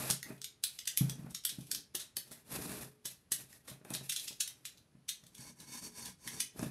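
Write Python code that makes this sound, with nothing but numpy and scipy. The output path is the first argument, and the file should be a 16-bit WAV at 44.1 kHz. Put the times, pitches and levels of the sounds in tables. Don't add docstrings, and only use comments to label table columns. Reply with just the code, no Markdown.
import sys
import numpy as np
from scipy import signal
from scipy.fft import rfft, irfft, next_fast_len
from scipy.io import wavfile
from scipy.ndimage import uniform_filter1d

SR = 44100
rng = np.random.default_rng(int(sys.argv[2]) if len(sys.argv) > 2 else 0)


def put_to_file(sound):
    columns = np.atleast_2d(sound).T
    safe = np.clip(columns, -1, 1)
    whole_steps = np.round(safe * 32767)
    wavfile.write(sys.argv[1], SR, whole_steps.astype(np.int16))


N = 295690

# (centre [Hz], width [Hz], level [dB])
BOARD = [(370, 80, -7), (618, 50, -3.5), (797, 160, -8.5), (1210, 520, -10), (1740, 430, -10),
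         (2550, 100, -6.5)]


def clicks(scatter_db=2.0, bounce_db=4.5, low_hz=1300, snap_db=2.5):
    # (time [s], loudest short-term rms before the high-pass [dB], handle shell [dB],
    # blade tip [dB], rattle decay constant [ms])
    click_list = [(0.102, -27, -8, -10, 1.8), (0.1092, -26, -10, -10.5, 1.5), (0.2303, -38.5, 4, -13, 0.73),
                  (0.3804, -63.5, -19, -19, 4), (0.417, -42.5, -26, -14, 1.1),
                  (0.4444, -37.5, -38, -19, 2.2), (0.639, -26, -24, -14, 1.7), (0.7904, -40, -22, -28, 1.4),
                  (0.8563, -47.5, -30, -24, 1.9), (0.8755, -29.5, -13, -21.5, 2.6),
                  (0.9746, -23.5, -38, -12.5, 0.72), (1.0968, -36.5, -29, -20, 3.1),
                  (1.3052, -51, -22, -15, 9.5), (1.3493, -36.5, -32, -20, 3.7), (1.439, -50, -30, -18, 5.1),
                  (1.4526, -27, -40, -16, 1.9), (1.4949, -38, -39, -21, 4.6), (1.61, -54.5, -28, -11, 4),
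                  (1.6691, -58, -24, -14, 4), (1.7155, -29.5, -20, -15, 1.6),
                  (1.7489, -33.5, -14, -16, 2.1), (1.9516, -32, -17, -13.5, 3.2),
                  (2.0015, -42, -10, -22, 18), (2.169, -31, -8.5, -10.5, 1.2), (2.2787, -60, -16, -10, 4),
                  (2.318, -48.5, 3.5, -7, 16), (2.694, -50, -24.5, -14, 3.3), (3.057, -36, -8, -18, 11),
                  (3.3208, -26.5, -3, -12, 5.3), (3.529, -54, 4, -17, 2.3), (3.682, -48.5, 5, -17, 9.6),
                  (3.697, -48, -15, -13, 7.3), (3.85, -56, -24, -7, 2.4), (3.905, -43, -24, -13, 0.77),
                  (3.939, -36, -11, -15, 5.2), (3.95, -35, -16.5, -18, 2.2), (4.097, -31, -29, -15, 5),
                  (4.1234, -35, -6.5, -18, 6.5), (4.1628, -33, -27, -26, 6.9), (4.198, -41, -34, -16, 5.8),
                  (4.28, -37.5, -32, -28, 3.7), (4.327, -51, -28, -35, 4.8), (4.4069, -28, -27, -23, 4.7),
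                  (4.4774, -39, -23, -17, 3.2), (4.655, -40, -33, -20, 6.9), (4.775, -61, -19, -23.5, 9.2),
                  (5.0905, -33, -52, -18, 5.2), (5.239, -59.5, -5, -22, 2), (5.267, -56.5, -24, -20, 3),
                  (5.3512, -52, -14, -15, 4.6), (5.3823, -54.5, -8, -22, 4), (5.602, -50, -22, -20, 4.3),
                  (6.0542, -42.5, -18, -18, 9.6), (6.2762, -37.5, 0, -18, 5), (6.404, -28.5, -36, -15, 3.8),
                  (6.5935, -45.5, -16, -21, 1.4), (6.6288, -46.5, -16, -18, 8.1)]
    # (centre [Hz], width [Hz], level before tilt and scatter [dB])
    knife_modes = [(1920, 70, 2.5), (2080, 270, 2), (2800, 130, -7.5), (3570, 440, 7.5), (4010, 330, 9.5),
                   (5680, 3150, 10), (6530, 520, -5), (8120, 1100, 10.5), (9160, 970, 14.5),
                   (10730, 870, 18), (12300, 1600, 8.5), (14400, 650, -12)]
    slip_ms, slip_per_rattle = 0.51, 0.29
    creep_db, creep_ms = -22.5, 4.5
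    slider_db, steel_db = -10, -7
    lead = 600
    out = np.zeros(N)
    t = (np.arange(3600) - lead) / SR
    scatters = rng.standard_normal((len(click_list), len(knife_modes)))
    noises = rng.standard_normal((len(click_list), len(t)))
    bounces = np.repeat(rng.standard_normal((len(click_list), len(t) // 30)), 30, axis=1)
    for (s, db, shell_db, tip_db, rattle_ms), scatter, noise, bounce in zip(
            click_list, scatters, noises, bounces):
        rise = t * 1000 / (slip_ms + slip_per_rattle * rattle_ms)
        fall = -t * 1000 / max(rattle_ms, .5)
        creep = (t < 0) * undb(creep_db) * np.exp(np.minimum(t, 0) * 1000 / creep_ms)
        envelope = np.exp(np.minimum(rise, fall)) + creep
        force = noise * undb(bounce_db * bounce) * envelope
        force[lead] += undb(snap_db)
        part_db = [shell_db, slider_db, slider_db, steel_db, tip_db]
        ring = 0
        for (hz, width_hz, mode_db), g in zip(knife_modes, scatter):
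            tilt_db = np.interp(hz, [2400, 3370, 4200, 5660, 9700], part_db)
            ring = ring + undb(mode_db + tilt_db + scatter_db * g) * resonance(force, hz, width_hz)
        loudest = np.sqrt(uniform_filter1d(ring ** 2, 200).max())
        add(out, s - lead / SR, undb(db) * ring / loudest)
    return signal.sosfilt(signal.butter(4, low_hz, "high", fs=SR, output="sos"), out)


def knocks(crack_ms=8.5, crack_hz=900):
    # (time [s], thud peak [dB], cardboard crack peak [dB], contact time [ms])
    knock_list = [(0.102, -33.5, -47, 7.6), (0.303, -37, -45, 4), (1.008, -21, -47.5, 6.5),
                  (1.0146, -26, -56, 6.5), (1.192, -38.5, -65, 6.7), (1.243, -36.5, -63, 5.2),
                  (1.266, -54, -48, 4.1), (1.312, -46.5, -61, 8.6), (1.584, -35, -54.5, 4.9),
                  (1.946, -50.5, -42, 4.2), (2.171, -50.5, -54, 2.9), (2.313, -49.5, -52.5, 3.1),
                  (2.545, -41.5, -45, 3.7), (2.694, -37, -49, 3.9), (3.051, -52, -49.5, 5.5),
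                  (3.316, -46, -46.5, 4), (3.679, -57, -44, 4.4), (3.713, -49.5, -51, 9.4),
                  (3.813, -53.5, -60, 2.4), (3.849, -49, -46.5, 2.1), (3.905, -36, -37.5, 3.9),
                  (3.947, -57, -43.5, 2.9), (4.009, -44.5, -49, 6), (4.306, -49.5, -52, 3.1),
                  (4.95, -50, -64.5, 5.4), (5.233, -55.5, -64, 5.5), (5.39, -47.5, -76, 6.4),
                  (6.56, -45, -55, 2.7), (6.592, -36, -36, 6), (6.627, -27, -34, 3.7),
                  (6.661, -34.5, -50, 6.9)]
    thuds, cracks = np.zeros(N), np.zeros(N)
    t = np.arange(SR // 2) / SR
    dull = signal.butter(1, crack_hz, fs=SR)
    noises = rng.standard_normal((len(knock_list), len(t)))
    for (s, thud_db, crack_db, contact_ms), noise in zip(knock_list, noises):
        phase = np.pi * np.minimum(t * 1000 / max(contact_ms, .3), 1)
        push = np.sin(2 * phase) * np.sin(phase)
        thud = box(push, air_db=5)
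        crush = signal.lfilter(*dull, noise * np.exp(-t * 1000 / crack_ms))
        crack = resonate(crush, BOARD)
        add(thuds, s, undb(thud_db) * thud / np.abs(thud).max())
        add(cracks, s, undb(crack_db) * crack / np.abs(crack).max())
    return thuds, cracks


def box(force, air_db=0):
    # (frequency [Hz], level before air_db [dB], t60 [s])
    box_modes = [(72, -18.5, 0.054), (134.3, -3.5, 0.31), (163.8, -4.5, 0.22), (188.2, -5.5, 0.21),
                 (232.1, -7, 0.14), (283.7, -10.5, 0.2), (382.6, -17.5, 0.4), (424, -9.5, 1),
                 (577, -36.5, 0.29)]
    rings = [undb(db) * resonance(force, hz, np.log(1000) / np.pi / t60) for hz, db, t60 in box_modes]
    return sum(rings) + (undb(air_db) - 1) * rings[1]


def sawing():
    # (full from [s], held [s], hiss [dB], flaps [dB], box wall [dB])
    saw_strokes = [(5.41, 0.085, -54, -65, -61.5), (5.605, 0.039, -58.5, -67, -61.5),
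                   (5.69, .03, -55, -66.5, -60.5), (5.735, 0.054, -47.5, -60, -58),
                   (5.835, 0.036, -48, -62.5, -56.5), (5.98, 0.06, -48, -59.5, -55.5),
                   (6.045, 0.038, -48.5, -56.5, -55), (6.27, .13, -49.5, -61, -57)]
    # (frequency [Hz], level per Hz [dB])
    tape_hiss = [(1180, -48.5), (2000, -26), (2290, -7.5), (3970, -12), (5740, -5), (11300, -5),
                 (15500, -14)]
    # (centre [Hz], width [Hz], level [dB])
    slit_modes = [(433, 17, -4), (815, 32, 0.5), (1001, 55, 3.5), (1683, 180, -1), (2214, 28, 4.5)]
    # (centre [Hz], width [Hz], level [dB])
    blade_modes = [(3630, 15, 14.5), (4490, 65, 18), (5680, 180, 6.5), (6430, 80, 12.5), (8060, 100, -3),
                   (8420, 140, 11), (9870, 390, -3)]
    gains = pressure(saw_strokes, rise_db_s=278, fall_db_s=329)
    return drag(gains, tape_hiss, slit_modes, grain_db=0.8, surge_db=1.3, air_db=-1.5, singing=blade_modes)


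def sliding():
    # (full from [s], held [s], hiss [dB], board surface [dB], box wall [dB])
    slide_strokes = [(0.0, 0.1, -41.5, -47, -52), (0.27, 0.056, -59.5, -62.5, -54.5),
                     (0.68, 0.13, -59, -79, -88), (0.9, .05, -68, -76, -81),
                     (1.03, 0.071, -56.5, -65.5, -50), (1.15, 0.14, -67.5, -70.5, -57),
                     (1.52, 0.26, -60.5, -91, -64.5), (1.77, 0.016, -65, -83, -69),
                     (2.0, 0.024, -67, -65, -71), (2.27, 0.12, -64, -70.5, -66.5),
                     (2.52, 0.14, -45.5, -53, -48.5), (2.7, 0.13, -47, -53.5, -49.5),
                     (3.1, 0.018, -55, -71, -73), (3.4, 0.017, -52.5, -65.5, -63.5),
                     (3.5, 0.06, -60.5, -72, -71.5), (3.68, 0.048, -60, -67, -61),
                     (3.9, 0.061, -57, -58.5, -57), (4.05, 0.021, -54, -68.5, -64),
                     (4.19, 0.1, -49.5, -72, -70), (4.42, 0.21, -71, -76, -77.5),
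                     (4.7, 0.1, -74, -78.5, -79), (5.18, 0.16, -76, -89, -74),
                     (6.59, 0.083, -54, -63, -48.5)]
    # (frequency [Hz], level per Hz [dB])
    slide_hiss = [(1180, -36), (2000, -19.5), (2540, -4), (3150, -15), (3460, -9), (6750, -10),
                  (7550, -9.5), (11600, -2.5), (15500, -15.5)]
    gains = pressure(slide_strokes, rise_db_s=388, fall_db_s=239)
    return drag(gains, slide_hiss, BOARD, grain_db=1.04, surge_db=2.2, air_db=3.0)


def drag(gains, hiss_colour, surface, grain_db, surge_db, air_db, singing=()):
    hiss_gain, surface_gain, wall_gain = gains
    slips = grit(grain_db, grain_ms=3.3, surge_db=surge_db)
    hiss = unit(colour(slips + resonate(slips, singing), hiss_colour))
    scrape = unit(resonate(slips, surface))
    shake = grit(spread_db=2.5, grain_ms=8.0)
    steady_rms = np.sqrt(np.mean(box(shake, air_db) ** 2))
    walls = box(wall_gain * shake, air_db) / steady_rms
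    return hiss_gain * hiss + surface_gain * scrape + walls


def pressure(strokes, rise_db_s, fall_db_s):
    t = np.arange(N) / SR
    out = 0
    for s, held_s, *levels_db in strokes:
        swell_db = -rise_db_s * np.maximum(s - t, 0)
        fade_db = -fall_db_s * np.maximum(t - s - held_s, 0)
        out = np.maximum(out, undb(swell_db + fade_db) * undb(levels_db)[:, None])
    return out


def grit(spread_db, grain_ms, surge_db=2.98, surge_ms=12.0):
    return unit(uneven(spread_db, grain_ms) * uneven(surge_db, surge_ms) * rng.standard_normal(N))


def uneven(spread_db, ms):
    size = max(int(ms * SR / 1000), 1)
    gains = undb(spread_db * rng.standard_normal(N // size + 1))
    return uniform_filter1d(np.repeat(gains, size)[:N], size)


def wandering_echoes(x, turns_hz=0.8):
    spot = 2 * np.pi * turns_hz * np.arange(N) / SR
    return room(x * np.cos(spot)) + room(x * np.sin(spot))


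def room(x, first_ms=1.2):
    # (centre [Hz], t60 [s], relative starting level [dB])
    room_bands = [(300, 0.17, 6), (1260, 0.37, 1), (3478, 0.25, 8), (7300, 0.24, 5), (12400, 0.17, 9)]
    t = np.arange(int(SR * .6)) / SR
    hz, t60_s, db = np.transpose(room_bands)
    log_hz = np.log(np.maximum(np.fft.rfftfreq(len(t), 1 / SR), 1))
    noise = rfft(rng.standard_normal(len(t)))
    tail = 0
    for k, share in enumerate(np.eye(len(room_bands))):
        band = irfft(noise * np.interp(log_hz, np.log(hz), share), len(t))
        tail = tail + undb(db[k] - 60 * t / t60_s[k]) * band
    tail = tail * np.minimum(t * 1000 / first_ms, 1)
    return signal.fftconvolve(x, tail / np.sqrt(np.sum(tail ** 2)))[:N]


def room_air(rms_db=-71.5):
    # (frequency [Hz], level per Hz [dB])
    air_spectrum = [(18, -56), (30, 6), (133, 13.5), (728, -4.5), (1770, -8), (4090, -11), (4420, -10),
                    (7650, -16.5), (11000, -9.5), (15500, -41)]
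    return undb(rms_db) * unit(colour(rng.standard_normal(N), air_spectrum))


def undb(db):
    return 10 ** (np.asarray(db) / 20)


def unit(x):
    return x / np.sqrt(np.mean(x ** 2))


def resonance(x, hz, width_hz):
    return signal.lfilter(*signal.iirpeak(hz, hz / width_hz, fs=SR), x)


def resonate(x, modes):
    out = 0
    for k, (hz, width_hz, db) in enumerate(modes):
        out = out + (-1) ** k * undb(db) * resonance(x, hz, width_hz)
    return out


def colour(x, points):
    hz, db = np.transpose(points)
    size = next_fast_len(len(x))
    f = np.maximum(np.fft.rfftfreq(size, 1 / SR), 1)
    gain = undb(np.interp(np.log(f), np.log(hz), db))
    return irfft(rfft(x, size) * gain, size)[:len(x)]


def add(out, s, x):
    i = int(s * SR)
    out[i:i + len(x)] += x[:len(out) - i]


def scene(echo_db=-0.5):
    thuds, cracks = knocks()
    sharp = clicks() + cracks
    echoes = undb(echo_db) * wandering_echoes(sharp)
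    return (sharp + echoes + thuds + sliding() + sawing() + room_air())[None]


def record(dry, top_hz=15600):
    # (frequency [Hz], level [dB])
    mic_response = [(25, -18.5), (40, -1.5), (70, 1.5), (12000, -0.5), (13500, -6.5), (15500, -9.5)]
    top_cut = signal.ellip(10, .2, 70, top_hz, fs=SR, output="sos")
    return signal.sosfilt(top_cut, colour(dry[0], mic_response))[None]


dry = scene()
out = record(dry)
put_to_file(out)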